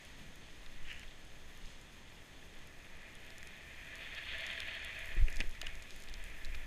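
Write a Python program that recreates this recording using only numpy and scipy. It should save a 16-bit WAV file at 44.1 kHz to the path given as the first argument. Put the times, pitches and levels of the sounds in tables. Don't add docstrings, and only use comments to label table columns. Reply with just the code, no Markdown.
import sys
import numpy as np
from scipy import signal
from scipy.fft import rfft, irfft
from scipy.io import wavfile

SR = 44100
rng = np.random.default_rng(int(sys.argv[2]) if len(sys.argv) > 2 else 0)


def master(y):
    cut = np.clip(np.atleast_2d(y).T, -1, 1)
    pcm = np.round(cut * 32767)
    wavfile.write(sys.argv[1], SR, pcm.astype(np.int16))


N = 293706


def gain_of(db):
    return 10 ** (np.asarray(db) / 20)


def evened(x):
    return x / np.sqrt(np.mean(x ** 2) + 1e-20)


def follow(rows):
    s, *columns = np.transpose(rows)
    return [np.interp(np.arange(N) / SR, s, column) for column in columns]


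def swell(s, half_s):
    return np.exp(-((np.arange(N) / SR - s) / half_s) ** 2)


def add(mix, s, sound):
    part = mix[max(round(s * SR), 0):][:len(sound)]
    part += sound[:len(part)]


def coloured(x, points):
    hz, db = np.transpose(points)
    f = np.fft.rfftfreq(N, 1 / SR)
    curve_db = np.interp(np.log(f + 1), np.log(hz), db)
    return evened(irfft(rfft(x) * gain_of(curve_db), N))


def resonated(x, modes):
    f = np.fft.rfftfreq(N, 1 / SR)
    power = sum(gain_of(db) ** 2 / (1 + ((f - hz) / width) ** 2) ** 2 for hz, width, db in modes)
    return evened(irfft(rfft(x) * np.sqrt(power), N))


def wander(per_s):
    f = np.fft.rfftfreq(N, 1 / SR)
    slow = np.exp(-(f / per_s) ** 2)
    return evened(irfft(rfft(rng.standard_normal(N)) * slow, N))


def grains(per_s, spread_db, largest=4):
    size = gain_of(spread_db * np.minimum(rng.exponential(1, N), largest))
    happens = rng.random(N) < per_s / SR
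    return size * rng.choice([-1, 1], N) * happens


def ring(modes, phases):
    t = np.arange(SR // 20) / SR
    sound = 0
    for (hz, db, t60), phase in zip(modes, phases):
        sound = sound + gain_of(db - 60 * t / t60) * np.sin(2 * np.pi * (hz * t + phase))
    return sound / abs(sound).max()


# time in seconds, pressure (level of the lower ring) in dB,
# bite (level of the upper ring) in dB, both before a small trim.
SLIDE = [(0.0, -59.5, -63.5), (0.33, -64, -65.5), (0.89, -62, -64), (1.26, -65.5, -67.5),
         (1.67, -62.5, -63), (1.87, -65, -67), (2.39, -63.5, -66), (2.95, -60.5, -68.5),
         (3.1, -59.5, -64.5), (3.8, -54, -63), (4.43, -45.5, -48.5), (4.58, -45.5, -50),
         (4.97, -48.5, -57.5), (5.12, -49.5, -58), (5.38, -53, -66.5), (5.62, -54.5, -64.5),
         (5.97, -59.5, -63), (6.66, -55, -65)]
# pitch in Hz, width in Hz, relative strength in dB.
HULL_LOW = [(613, 91, -11.5), (659.6, 18, -2), (1160, 940, -17.5), (1733, 64, 2), (1890, 160, -5.5),
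            (1940, 267, 1.5), (2180, 100, -3), (2405, 77, 1.5), (2530, 130, 0)]
# pitch in Hz, width in Hz, relative strength in dB.
HULL_HIGH = [(2800, 106, -1), (3125, 190, 1), (3393, 150, 2), (3665, 160, -2), (4310, 170, -7)]
# middle in seconds, extra pressure in dB, extra bite in dB, half length in seconds.
LUMPS = [(3.06, 2.5, 1, 0.072), (3.64, -1, -2.5, 0.068), (4.033, 1.5, 3.5, 0.033), (4.18, 3, 8, 0.013),
         (4.25, -9, 0, 0.0093), (4.303, 0, 4, 0.027), (4.506, 2, 0, 0.03), (4.645, -1.5, -3.5, 0.018),
         (4.745, -1, 2.5, .014), (4.869, 1.5, 6, 0.014), (4.99, 1.5, 1, 0.086), (5.175, 2.5, -3, 0.0088),
         (5.253, -8.5, -3, 0.033), (5.411, 8.5, 12, 0.02), (5.508, -5.5, 2, 0.049), (5.595, -7, -6, 0.013),
         (5.684, 3.5, 2.5, 0.083), (6.334, 2.5, 1, 0.22)]


def hull(low_db=-0.23, high_db=-1, grains_per_s=4000, spread_db=2.0, uneven_db=0.49, bite_uneven_db=1.0):
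    pressure_db, bite_db = follow(SLIDE)
    for s, press_db, dig_db, half_s in LUMPS:
        lump = swell(s, half_s)
        pressure_db = pressure_db + press_db * lump
        bite_db = bite_db + dig_db * lump
    rubbing = grains(grains_per_s, spread_db) * gain_of(uneven_db * wander(30))
    low = resonated(rubbing, HULL_LOW)
    high = resonated(rubbing, HULL_HIGH)
    spurts_db = bite_uneven_db * wander(24)
    return gain_of(low_db + pressure_db) * low + gain_of(high_db + bite_db + spurts_db) * high


BOOM_HZ, BOOM_WIDTH_HZ = 66, 10.4
BOOM_DB, BOOM_FOLLOW = -59.5, 0.61


def boom():
    pressure_db, _ = follow(SLIDE)
    level_db = BOOM_DB + BOOM_FOLLOW * (pressure_db - pressure_db.max())
    return gain_of(level_db) * resonated(rng.standard_normal(N), [(BOOM_HZ, BOOM_WIDTH_HZ, 0)])


# pitch in Hz, relative strength in dB,
# time to fall by 60 dB in seconds.
CASE = [(2050, -22, 0.004), (3600, -1, 0.0027), (5000, 0, 0.0022), (6960, -3, 0.0028), (9480, -5, 0.002),
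        (11030, -8, 0.0026), (12800, -15, 0.0017)]


def case_tap(bright_hz, focus_db, phases):
    modes = [(hz, db - focus_db * abs(np.log2(hz / bright_hz)), t60) for hz, db, t60 in CASE]
    return ring(modes, phases)


# time in seconds, hiss in dB, dry top in dB, both before trims.
SPRAY = [(0.0, -66, -74), (0.35, -68, -75.5), (3.11, -69.5, -74.5), (3.38, -69.5, -72), (4.06, -68, -72.5),
         (4.32, -66.5, -73), (5.19, -67, -69.5), (5.47, -68, -71), (6.66, -69.5, -71)]
# frequency in Hz, relative strength in dB per Hz.
SPRAY_COLOUR = [(1200, -8), (3400, 4.5), (4300, 4), (4700, -0.5), (5100, 3.5), (5650, -3), (6250, 5),
                (6900, 3), (7250, -5), (7900, -2), (9300, -7), (12000, -16), (15000, -43)]
# frequency in Hz, relative strength in dB per Hz.
SPARKLE = [(2500, -47), (5000, -4.5), (7300, -6.5), (9300, -7), (11500, -7.5), (13500, -7), (15000, -15)]
# middle in seconds, extra hiss in dB, half length in seconds.
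PUFFS = [(1.7, 4, 0.064), (4.5, 2, 0.1), (5.37, 3.5, 0.087), (5.948, 4, 0.064)]


def spray(hiss_db=2.0, sparkle_db=-0.5, patter_db=-0.5, patter_per_s=260, spread_db=6.5, uneven_db=2.0):
    level_db, top_db = follow(SPRAY)
    puffs_db = sum(db * swell(s, half_s) for s, db, half_s in PUFFS)
    hiss = coloured(rng.standard_normal(N), SPRAY_COLOUR)
    sparkle = coloured(rng.standard_normal(N), SPARKLE) * gain_of(uneven_db * wander(15))
    rate = patter_per_s * gain_of(top_db - top_db.max()) ** 2
    taps = [case_tap(hz, 9.8, rng.random(len(CASE))) for hz, _, _ in CASE[1:]]
    patter = np.zeros(N)
    for tap in taps:
        crystals = grains(rate / len(taps), spread_db)
        patter += signal.oaconvolve(crystals, tap)[:N]
    top = gain_of(sparkle_db) * sparkle + gain_of(patter_db) * evened(patter)
    return gain_of(level_db + hiss_db + puffs_db) * hiss + gain_of(top_db) * top


# start in seconds,
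# peak in dB before a shared lift, brightest frequency in Hz.
TICKS = [(.3588, -47, 9100), (.9957, -42, 6850), (1.814, -48.5, 8400), (3.1533, -44.5, 9600),
         (3.305, -40, 4600), (3.3825, -41, 7000), (4.466, -35, 6550), (4.532, -46, 7500),
         (4.6031, -38, 4370), (4.6040, -36.5, 9400), (4.8484, -40, 8850), (5.3017, -44.5, 12000),
         (5.3276, -40, 6400), (5.36, -36.5, 6460), (5.3687, -36, 5600), (5.6163, -32, 6460),
         (5.7545, -42.5, 6600), (5.9072, -38, 4040), (6.087, -41, 3640), (6.1404, -35, 4540),
         (6.2407, -40, 8800), (6.4486, -43, 7500)]


def ticks(lift_db=3, focus_db=11):
    out = np.zeros(N)
    for (s, peak_db, bright_hz), phases in zip(TICKS, rng.random((len(TICKS), len(CASE)))):
        add(out, s, gain_of(peak_db + lift_db) * case_tap(bright_hz, focus_db, phases))
    return out


# start in seconds, ring in dB,
# ring pitch in Hz, crack in dB, crunch in dB; ring and crack are peaks before the final filter.
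KNOCKS = [(0.6625, -44, 3650, -43, -56), (0.905, -46, 2980, -60, -58), (0.916, -43, 3020, -60, -58),
          (0.927, -45, 2760, -47, -54), (0.93, -43, 2200, -54, -58), (0.945, -42, 2500, -56, -60),
          (1.0324, -40, 2150, -57, -48), (1.036, -45, 2640, -60, -55), (1.081, -48, 3360, -63, -66),
          (1.11, -48, 3700, -61, -59), (3.4294, -39.5, 1860, -41, -62), (4.6030, -32.5, 3400, -38, -50),
          (4.6036, -36, 1980, -52, -46), (5.2829, -31.5, 2570, -47, -42), (5.2857, -35, 1880, -52, -53),
          (5.404, -26.5, 1840, -29, -40), (5.4051, -26, 2520, -34, -46), (5.4104, -27, 2670, -37, -49),
          (5.5502, -41, 1900, -47, -53), (5.615, -34, 3830, -32, -57), (5.6166, -35, 1670, -45, -52),
          (5.618, -34, 2950, -45, -50), (5.629, -36, 1950, -51, -46), (5.668, -30.5, 2840, -38, -53),
          (5.6704, -36, 2850, -37.5, -54), (6.448, -39, 3930, -42, -62), (6.546, -36, 2370, -52, -47),
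          (6.549, -38, 2550, -46, -43.5)]
# pitch in Hz, relative strength in dB,
# time to fall by 60 dB in seconds.
CRACK = [(1670, -20, 0.032), (1600, 2, 0.014), (2560, 3, 0.016), (3160, 1.5, 0.013), (4000, -1.5, 0.0073),
         (5080, 7, 0.0051), (6380, -2.5, 0.01), (6800, 5, 0.0034), (9200, 4, 0.0027)]
KNOCK_T60_S = 0.007


def knocks(rise_s=0.00022, rebound_s=0.0023, rebound_db=-12, thin_hz=1250, soft_hz=9500):
    out, t = np.zeros(N), np.arange(SR // 20) / SR
    for (s, ring_db, hz, crack_db, _), phases in zip(KNOCKS, rng.random((len(KNOCKS), 2, len(CRACK)))):
        spot = ring([(hz, 0, KNOCK_T60_S)], [0]) * (1 - np.exp(-t / rise_s))
        add(out, s, gain_of(ring_db) * spot / abs(spot).max())
        add(out, s, gain_of(crack_db) * ring(CRACK, phases[0]))
        add(out, s + rebound_s, gain_of(crack_db + rebound_db) * ring(CRACK, phases[1]))
    band = signal.butter(3, [thin_hz, soft_hz], "bandpass", fs=SR, output="sos")
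    return signal.sosfilt(band, out)


CRUNCH_BAND_HZ, CRUNCH_T60_S = (1250, 3460), 0.013


def crunches(order=2):
    out, t = np.zeros(N), np.arange(SR // 20) / SR
    band = signal.butter(order, CRUNCH_BAND_HZ, "bandpass", fs=SR, output="sos")
    fade = np.exp(-np.log(1000) * t / CRUNCH_T60_S)
    for (s, *_, crunch_db), grit in zip(KNOCKS, rng.standard_normal((len(KNOCKS), len(t)))):
        add(out, s, gain_of(crunch_db) * fade * evened(signal.sosfilt(band, grit)))
    return out


# middle in seconds,
# peak in dB, quickness in Hz (higher is shorter; the tone is strongest at about 0.7 of it).
THUMPS = [(0.823, -37.5, 11), (1.653, -35.5, 22), (5.168, -43, 160), (5.19, -23.5, 35), (5.217, -23.5, 60),
          (5.228, -31, 97), (5.253, -24, 37), (5.235, -14, 30.5), (5.395, -36, 22), (5.478, -30.5, 18.5)]


def thumps(cycles=0.44):
    out, t = np.zeros(N), np.arange(-SR // 10, SR // 10) / SR
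    for s, db, hz in THUMPS:
        distance = (hz * t / cycles) ** 2
        add(out, s + t[0], gain_of(db) * (1 - 2 * distance) * np.exp(-distance))
    return out


# middle in seconds, level in dB,
# half length in seconds, pitch in Hz.
THUDS = [(0.25, -59, 0.12, 151), (1.746, -67.5, 0.26, 175), (5.175, -52.5, 0.0097, 288),
         (5.285, -55, 0.0059, 423), (5.333, -65, 0.061, 450), (5.406, -46.5, 0.012, 248),
         (5.408, -53.5, 0.012, 625), (5.442, -53.5, 0.0063, 325), (5.633, -50.5, 0.0056, 610)]


def thuds(relative_width=0.44):
    out = np.zeros(N)
    for s, db, half_s, hz in THUDS:
        rustle = resonated(rng.standard_normal(N), [(hz, relative_width * hz, 0)])
        out += gain_of(db) * swell(s, half_s) * rustle
    return out


# frequency in Hz, relative strength in dB per Hz.
GLOVE_COLOUR = [(700, -38), (1300, -15), (1700, 1), (2400, -1), (2950, 4.5), (3400, -13), (4200, -19),
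                (6700, -18), (9000, -29), (15000, -41)]
GLOVE_IN_S, GLOVE_OUT_S = 0.918, 1.0
DIG_DB, DIG_RISE_S, DIG_FALL_S = -48, 0.056, 0.014
DRAG_DB, LIFT_S = -56, 0.046


def glove(grains_per_s=2000, spread_db=2.0):
    t = np.arange(N) / SR
    dig = np.where(t < GLOVE_IN_S, swell(GLOVE_IN_S, DIG_RISE_S), swell(GLOVE_IN_S, DIG_FALL_S))
    drag = (t > GLOVE_IN_S) * np.exp(-np.maximum(t - GLOVE_OUT_S, 0) / LIFT_S)
    force = np.maximum(gain_of(DIG_DB) * dig, gain_of(DRAG_DB) * drag)
    return force * coloured(grains(grains_per_s, spread_db), GLOVE_COLOUR)


# frequency in Hz, relative strength in dB per Hz.
BUFFET_COLOUR = [(3, -1), (11, 13), (20, 7), (32, -3), (50, -7), (72, -12.5), (100, -29), (200, -48),
                 (600, -58)]
# frequency in Hz, relative strength in dB per Hz.
RUSH = [(20, -1.5), (70, 2), (140, 0), (270, -3.5), (450, -7), (700, -9.5), (1200, -12), (2000, -12.5),
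        (4000, -35), (9000, -43)]
# middle in seconds, peak level in dB before a shared lift,
# half length in seconds.
GUSTS = [(0.832, -52, 0.22), (1.664, -59, 0.06), (5.25, -42, 0.18), (5.417, -37.5, 0.047),
         (5.662, -46.5, 0.12), (6.195, -45.5, 0.15), (6.54, -40, 0.12)]
CALM_DB, CALM_RISE_DB_PER_S = -56.5, .2


def air(lift_db=3, rush_db=-60):
    calm = gain_of(CALM_DB + CALM_RISE_DB_PER_S * np.arange(N) / SR)
    gusts = sum(gain_of(db) * swell(s, half_s) for s, db, half_s in GUSTS)
    buffet = gain_of(lift_db) * (calm + gusts) * coloured(rng.standard_normal(N), BUFFET_COLOUR)
    return buffet + gain_of(rush_db) * coloured(rng.standard_normal(N), RUSH)


def scene():
    sliding = hull() + boom() + spray() + ticks()
    blows = knocks() + crunches() + thumps() + thuds()
    return (sliding + blows + glove() + air())[None]


EDGE_HZ = 15350


def record(dry):
    low_pass = signal.firwin(201, EDGE_HZ, window=("kaiser", 8), fs=SR)
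    return signal.oaconvolve(dry, low_pass[None], "same")


dry = scene()
out = record(dry)
master(out)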